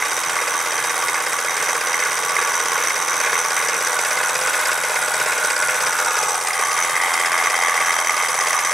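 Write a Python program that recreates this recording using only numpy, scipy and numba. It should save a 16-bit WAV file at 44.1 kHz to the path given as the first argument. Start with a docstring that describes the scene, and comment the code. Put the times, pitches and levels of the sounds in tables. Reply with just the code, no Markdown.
"""Toy steam engine with dynamo.

The engine runs on a stone kitchen counter. Each crank turn gives a chuff and a string of knocks that
ring the tin base; a belt-driven dynamo chatters about five times as fast. The linkage rattles once per
belt lap and now and then clinks. Steam hisses throughout. The microphone moves from the front to the
side, then close to the flywheel."""
import sys
import numpy as np
from scipy import signal
from scipy.fft import rfft, irfft
from scipy.io import wavfile
from numba import njit

SR = 44100
rng = np.random.default_rng(int(sys.argv[2]) if len(sys.argv) > 2 else 0)


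def wav_out(sig):
    """Save sig, one row per channel (or a flat mono array), as 16-bit PCM at SR to the path in sys.argv[1]."""
    wavfile.write(sys.argv[1], SR, np.round(np.clip(np.atleast_2d(sig).T, -1, 1) * 32767).astype(np.int16))


N = 384993
TIME_S = np.arange(N) / SR

CRANK_HZ, CRANK_START_S = 16.517, .0524
DYNAMO_HZ, DYNAMO_START_S = 85.008, .0009
BELT_HZ, BELT_START_S = 2.43, -.03
# (front, side, close)
CLATTER_DB, THUMP_DB = (-25.5, -21.5, -27), (-38.5, -35.5, -38)
CHUFF_DB, HOUSING_DB, LINK_DB = (-38, -36.5, -37), (-23.5, -31, -27), (-29, -31, -31)

# Crank and piston play, port leaks: (delay in turn [s], level [dB])
TURN_KNOCKS = [(.0026, -5), (.007, -3), (0.013, -3.5), (.02, -11.5), (.032, -3.5), (0.038, -4.5),
               (0.0478, -6)]
TURN_LEAKS = [(-.001, -11), (0.016, -1.5), (0.027, -3), (.039, -5.5)]
# Resonances: (centre [Hz], width [Hz], front [dB], side [dB], close [dB])
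BODY_MODES = [(486.4, 43, 2, -12, -8), (513, 12, -4, -3, -9), (610.6, 16, -15.5, 0, -19),
              (904, 41, -1.5, -1.5, 9), (1103, 12, 12, 9.5, 16), (1143, 20, 15.5, -5, 17),
              (1243, 22, -5, 2.5, 13.5), (1385, 45, 5, 4, 3), (1454, 20, 11.5, 8.5, 11),
              (1502, 24, 9.5, 10, 9), (1695, 30, 5, 3, 9), (2280, 96, -4, -30, -14),
              (2490, 52, -14.5, -9, -25)]  # base, firebox, boiler
DYNAMO_HOUSING_MODES = [(888, 216, -7, 2, -2), (1171, 200, -10, -4, 0.5), (2060, 180, -6.5, -14, 6),
                        (3140, 90, -14, -24, -4.5), (3765, 58, -10.5, -17, -10)]
DYNAMO_PULLEY_MODES = [(5806, 195, -5, 0, -6.5), (6043, 410, 1, 2, 2.5)]
DYNAMO_SPINDLE_MODES = [(7810, 260, -7, 0, -0.5), (8230, 390, 2, 4.5, -4), (8740, 300, -9, -16, -3.5),
                        (9500, 320, -4.5, -14, -7.5), (10010, 230, -9, -1, -15),
                        (11930, 340, -12, -10, -17), (13200, 420, -16.5, -20, -28)]
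# Linkage resonances: (centre [Hz], width [Hz], level [dB])
LINKAGE_MODES = [(1690, 98, 3.5), (2060, 60, 1.5), (2200, 500, -4.5), (2530, 95, -9)]
# Hard linkage strikes: (time [s], level [dB])
LINKAGE_STRIKES = [(0.0228, -10.5), (0.388, -12), (1.0894, -12), (1.4825, -14.5), (1.942, -10.5),
                   (2.3655, -8.5), (2.9048, -10.5), (3.247, -14.5), (3.3533, -11.5), (3.6, -10),
                   (3.9933, -17), (4.1756, -14), (6.5061, -10), (8.0945, -12)]
# Spectra: (frequency [Hz], level [dB])
PLATE_SPECTRUM = [(60, -57), (110, -18.5), (140, -6), (200, -24), (260, -17), (340, -12), (450, -14.5),
                  (680, -7), (830, 1), (980, 2), (1050, -11), (1140, -3), (1700, 0), (2400, 3.5),
                  (2900, -18), (3800, -2), (4400, -23.5), (15000, -37)]
THUMP_SPECTRUM = [(60, -38), (100, -5), (135, -26), (220, -9.5), (330, -15), (470, 9.5), (600, 10),
                  (900, -19.5), (2500, 2), (4000, -50.5)]
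CHUFF_SPECTRUM = [(300, -30), (2000, 10), (3900, -9.5), (4700, 1.5), (5300, 4), (6200, -3), (7100, 1),
                  (9500, -1.5), (11500, -11.5), (15500, -44)]
PORT_SPECTRUM = [(1000, -37), (4500, -1), (7000, 4.5), (10000, 3.5), (13000, -4.5), (15500, -19)]
HISS_SPECTRUM = [(30, -51), (55, -43), (100, -15.5), (130, -12.5), (200, -13.5), (400, -4.5), (700, 5),
                 (1000, 11.5), (2400, 1.5), (3700, -1.5), (4300, -8), (5500, -4), (10000, -5.5),
                 (15500, -19.5)]
STEREO_ECHO_SPECTRUM = [(60, -15.5), (400, -16), (1300, -13.5), (4400, -11.5), (8000, -15), (10000, -1.5),
                        (15000, -12.5)]
# Running gear tones: (frequency [Hz], front [dB], side [dB], close [dB])
HUM_TONES = [(85, -64.5, -62.5, -63), (168, -62, -59.5, -64.5), (314, -53.5, -59.5, -60.5),
             (510.5, -66, -44.5, -47.5), (605, -48.5, -45.5, -48)]
# Microphone: (time [s], place [0 front, 1 side, 2 close], bounce lag [s], bounce [dB], L minus R [dB])
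MIC_PATH = [(0, 0, .00205, -20, -1.2), (3.4, 0, .00205, -20, -.8), (4.3, 1, .002, -20, -.3),
            (5.8, 1, .00205, -17, -.1), (6.3, 1.3, .0024, -8, -.1), (6.8, 2, .0026, -15, 0),
            (8.73, 2, .0026, -20, -.3)]
# Microphone crossing the pulley's beam, passing the housing: (time [s], level [dB])
PULLEY_BEAM = [(0, -30.5), (1, -32.5), (3.2, -27), (3.7, -30), (4.4, -34.5), (5.3, -36), (6.3, -29),
               (6.53, -38), (6.75, -27.5), (7, -39.5), (7.3, -36.5), (7.55, -30.5), (8.3, -32),
               (8.65, -29.5)]
HOUSING_PROXIMITY = [(6, 0), (6.55, -2), (7.35, 2), (7.8, 1), (8.4, -2)]
# Gliding interference bands: (time [s], centre [Hz], gain [dB])
LOW_PEAK_GLIDE = [(5.9, 900, -0.5), (6.25, 830, 2.5), (6.5, 774, 3.5), (6.8, 700, 2)]
MID_PEAK_GLIDE = [(5.1, 1480, 0), (5.7, 1470, 2), (6.1, 1450, 4), (6.35, 1290, 3), (6.55, 1200, 0)]
MID_NOTCH_GLIDE = [(5.3, 2080, 0), (5.9, 2050, 0.5), (6.2, 1850, -4.5), (6.42, 1620, -4), (6.58, 1470, -2)]
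TREBLE_NOTCH_GLIDE = [(6.35, 7700, 1), (6.6, 7960, -11), (7.15, 8500, -1), (8.73, 8200, -4)]
TREBLE_PEAK_GLIDE = [(6.2, 8280, -3), (6.48, 9000, 5), (6.72, 9900, 4), (6.9, 10000, 3.5)]


def knocks():
    """Loose bearings knock several times per crank turn."""
    return unit(sum(undb(db) * blows(CRANK_HZ, CRANK_START_S + delay_s, jitter_s=.0005, scatter_db=3.5)
                    for delay_s, db in TURN_KNOCKS))


def effort_db(build_db=2.5, build_s=2.8):
    """Level rises as steam pressure builds, with a slight waver."""
    return -build_db * np.maximum(1 - TIME_S / build_s, 0) + .1 * walk(2.5)


def clatter(hits, place):
    """Knocks, sheet-metal buzz and shaft rub ring the tin base, firebox and boiler."""
    buzz = bursts(hits, rise_s=.0011, decay_s=.0045)
    rub = rng.standard_normal(N)
    force = hits + undb(2) * (buzz + rub)
    modes = ring(force, BODY_MODES, place)
    plate = unit(colour(force + undb(-9.5) * convolve(force, tail(t60_s=.061)), PLATE_SPECTRUM))
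    return undb(-.5) * modes + undb(-8.5) * plate


def thump():
    """The power stroke shoves the base against the counter."""
    stroke = blows(CRANK_HZ, CRANK_START_S + .001975, jitter_s=.000099, scatter_db=1.85)
    return unit(colour(stroke + undb(4.5) * convolve(stroke, tail(t60_s=.051)), THUMP_SPECTRUM))


def steam(place):
    """The exhaust chuffs once per turn, the ports spit, the boiler hisses."""
    puffs = blows(CRANK_HZ, CRANK_START_S - .001, jitter_s=.00023, scatter_db=1.24)
    exhaust = unit(colour(bursts(puffs, rise_s=.0026, decay_s=.0058), CHUFF_SPECTRUM))
    spits = sum(undb(db) * blows(CRANK_HZ, CRANK_START_S + delay_s, jitter_s=.0012, scatter_db=1.5)
                for delay_s, db in TURN_LEAKS)
    ports = unit(colour(bursts(spits, rise_s=.00072, decay_s=.0039), PORT_SPECTRUM))
    hiss = unit(colour(rng.standard_normal(N), HISS_SPECTRUM)) * undb(1.04 * walk(12))
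    return undb(at_place(CHUFF_DB, place)) * (undb(6) * exhaust + undb(1.5) * ports) + undb(-29) * hiss


def dynamo(place):
    """The spindle knocks and scrapes once per turn, ringing itself, the pulley and the housing."""
    ticks = unit(blows(DYNAMO_HZ, DYNAMO_START_S, jitter_s=.0003, scatter_db=2))
    scrape = bursts(ticks, rise_s=.0011, decay_s=.0014)
    scrape += undb(-22.5) * rng.standard_normal(N)  # steady bearing rub
    chatter = scrape + undb(-17) * ticks
    pulley = undb(curves(PULLEY_BEAM)[0]) * ring(chatter, DYNAMO_PULLEY_MODES, place, order=2)
    spindle = undb(-32) * ring(chatter, DYNAMO_SPINDLE_MODES, place, order=2)
    housing_db = at_place(HOUSING_DB, place) + curves(HOUSING_PROXIMITY)[0]
    return pulley + spindle + undb(housing_db) * ring(ticks + scrape, DYNAMO_HOUSING_MODES, place)


def linkage(hits, place, spell_s=.091):
    """The belt joint shakes the linkage once per lap; it rattles for a few turns."""
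    laps = (TIME_S - BELT_START_S) * BELT_HZ
    from_joint_s = (laps - np.round(laps)) / BELT_HZ
    looseness = np.exp(-.5 * (from_joint_s / spell_s) ** 2)
    level_db = at_place(LINK_DB, place) + .42 * walk(BELT_HZ)
    force = hits + undb(14) * bursts(hits, rise_s=.00033, decay_s=.0053)
    return looseness * undb(level_db) * ring(force, LINKAGE_MODES, place)


def clinks():
    """Hard linkage strikes, each a short, damped ring."""
    response = resonate(signal.unit_impulse(1024), hz=2090, width_hz=270)
    time_s, db = np.transpose(LINKAGE_STRIKES)
    strikes = np.bincount(np.round(time_s * SR).astype(int), undb(db - 1), N)
    return convolve(strikes, response / np.abs(response).max())


def sway():
    """The return stroke rocks the engine on its feet."""
    push = blows(CRANK_HZ, CRANK_START_S + .03355, jitter_s=.00037, scatter_db=3.5)
    return undb(-60.5) * unit(resonate(push, hz=138, width_hz=45))


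def hum(place):
    """Low, wavering tones of the spinning parts."""
    tones = 0
    for hz, *levels_db in HUM_TONES:
        gain = np.sqrt(2) * undb(at_place(levels_db, place) + walk(2.8))
        tones += gain * np.sin(2 * np.pi * hz * TIME_S + .22 * walk(3.5))
    return tones


def counter_bounce(x, lag_s, cutoff_hz=2500):
    """Dull reflection off the counter; its lag follows the microphone."""
    dull = signal.sosfilt(signal.butter(1, cutoff_hz, fs=SR, output="sos"), x)
    return np.interp(np.arange(N) - lag_s * SR, np.arange(N), dull)


def phasing(x):
    """Gliding peaks and notches: direct and reflected sound interfere as the microphone closes in."""
    for glide, width_hz in [(LOW_PEAK_GLIDE, 170.), (MID_PEAK_GLIDE, 170.), (MID_NOTCH_GLIDE, 630.),
                            (TREBLE_NOTCH_GLIDE, 510.), (TREBLE_PEAK_GLIDE, 800.)]:
        hz, db = curves(glide)
        x = x + (undb(db) - 1) * bandpass(x, hz, width_hz)
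    return x


def blows(rate_hz, start_s, jitter_s, scatter_db):
    """One impulse per turn, uneven in time and strength."""
    turns = np.arange(-1, int(N / SR * rate_hz) + 1)
    timing, strength = rng.standard_normal((len(turns), 2)).T
    at = np.round((start_s + turns / rate_hz + jitter_s * timing) * SR).astype(int)
    inside = (at >= 0) & (at < N)
    return np.bincount(at[inside], undb(scatter_db * strength[inside]), N)


def bursts(impulses, rise_s, decay_s):
    """Noise burst after each impulse."""
    t = TIME_S[:4096]
    envelope = (1 - np.exp(-t / rise_s)) * np.exp(-t / decay_s)
    return unit(convolve(impulses, envelope) * rng.standard_normal(N))


def ring(x, modes, place, order=1):
    """Resonances weighted by place; pairs alternate in sign. Order 2: flat-topped mode clusters."""
    total = 0
    for k, (hz, width_hz, *levels_db) in enumerate(modes):
        sos = signal.butter(order, [hz - width_hz / 2, hz + width_hz / 2], "band", fs=SR, output="sos")
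        total += (-1) ** (k // 2) * at_place(undb(levels_db), place) * signal.sosfilt(sos, x)
    return unit(total)


def resonate(x, hz, width_hz):
    """Two equal resonators in series."""
    b, a = signal.iirpeak(hz, hz / width_hz, fs=SR)
    return signal.lfilter(b, a, signal.lfilter(b, a, x))


@njit
def bandpass(x, hz, width_hz):
    """State-variable band-pass, unity gain at its moving centre."""
    y, band_state, low_state = np.empty(len(x)), 0., 0.
    for i in range(len(x)):
        g, damping = np.tan(np.pi * hz[i] / SR), width_hz / hz[i]
        band = (band_state + g * (x[i] - low_state)) / (1 + g * (g + damping))
        band_state = 2 * band - band_state
        low_state += 2 * g * band
        y[i] = damping * band
    return y


def colour(x, spectrum, size=4096):
    """Minimum-phase filter with the given spectrum."""
    hz, db = np.transpose(spectrum)
    bins_hz = np.maximum(np.fft.rfftfreq(size, 1 / SR), 1)
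    gain = undb(np.interp(np.log(bins_hz), np.log(hz), db))
    cepstrum = irfft(np.log(gain))
    cepstrum[1:size // 2] *= 2
    cepstrum[size // 2 + 1:] = 0
    return convolve(x, irfft(np.exp(rfft(cepstrum))))


def tail(t60_s, size=16384):
    """Dense modes or echoes: decaying noise, energy 1."""
    response = rng.standard_normal(size) * np.exp(-np.log(1000) * TIME_S[:size] / t60_s)
    return response / np.linalg.norm(response)


def walk(rate_hz):
    """Slow random drift, spread near 1."""
    steps = rng.standard_normal(int(N / SR * rate_hz) + 2)
    return np.sqrt(3 / 2) * np.interp(TIME_S * rate_hz, np.arange(len(steps)), steps)


def curves(table):
    """Columns of a timed table, per sample."""
    time_s, *columns = np.transpose(table)
    return [np.interp(TIME_S, time_s, column) for column in columns]


def at_place(levels, place):
    """Blend (front, side, close) levels."""
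    return np.interp(place, np.arange(len(levels)), levels)


def convolve(x, response):
    return signal.oaconvolve(x, response)[:N]


def undb(db):
    return 10 ** (np.asarray(db) / 20)


def unit(x):
    """Scale to rms 1."""
    return x / np.sqrt(np.mean(x ** 2))


def scene():
    """Engine, dynamo and short kitchen echo, in stereo."""
    place, lag_s, bounce_db, pan_db = curves(MIC_PATH)
    dip_db = -5 * np.exp(-.5 * ((TIME_S - 6.47) / .13) ** 2)  # base dips as the microphone swoops in
    hits = knocks()
    base = undb(at_place(CLATTER_DB, place) + effort_db() + dip_db) * clatter(hits, place)
    base += undb(at_place(THUMP_DB, place) + dip_db) * thump()
    direct = base + linkage(hits, place) + clinks() + sway() + steam(place) + dynamo(place)
    near = phasing(direct + undb(bounce_db) * counter_bounce(direct, lag_s))
    mid = near + undb(-10.5) * convolve(near, tail(t60_s=.28)) + hum(place)
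    # each channel catches its own echoes, mostly treble
    side = colour(convolve(mid, tail(t60_s=.31)), STEREO_ECHO_SPECTRUM)
    return undb(.5) * np.array([(mid + side) * undb(pan_db / 2), (mid - side) * undb(-pan_db / 2)])


def record(dry):
    """Steep low-pass at 15750 Hz."""
    return signal.sosfilt(signal.ellip(12, .1, 80, 15750, fs=SR, output="sos"), dry)


dry = scene()
out = record(dry)
wav_out(out)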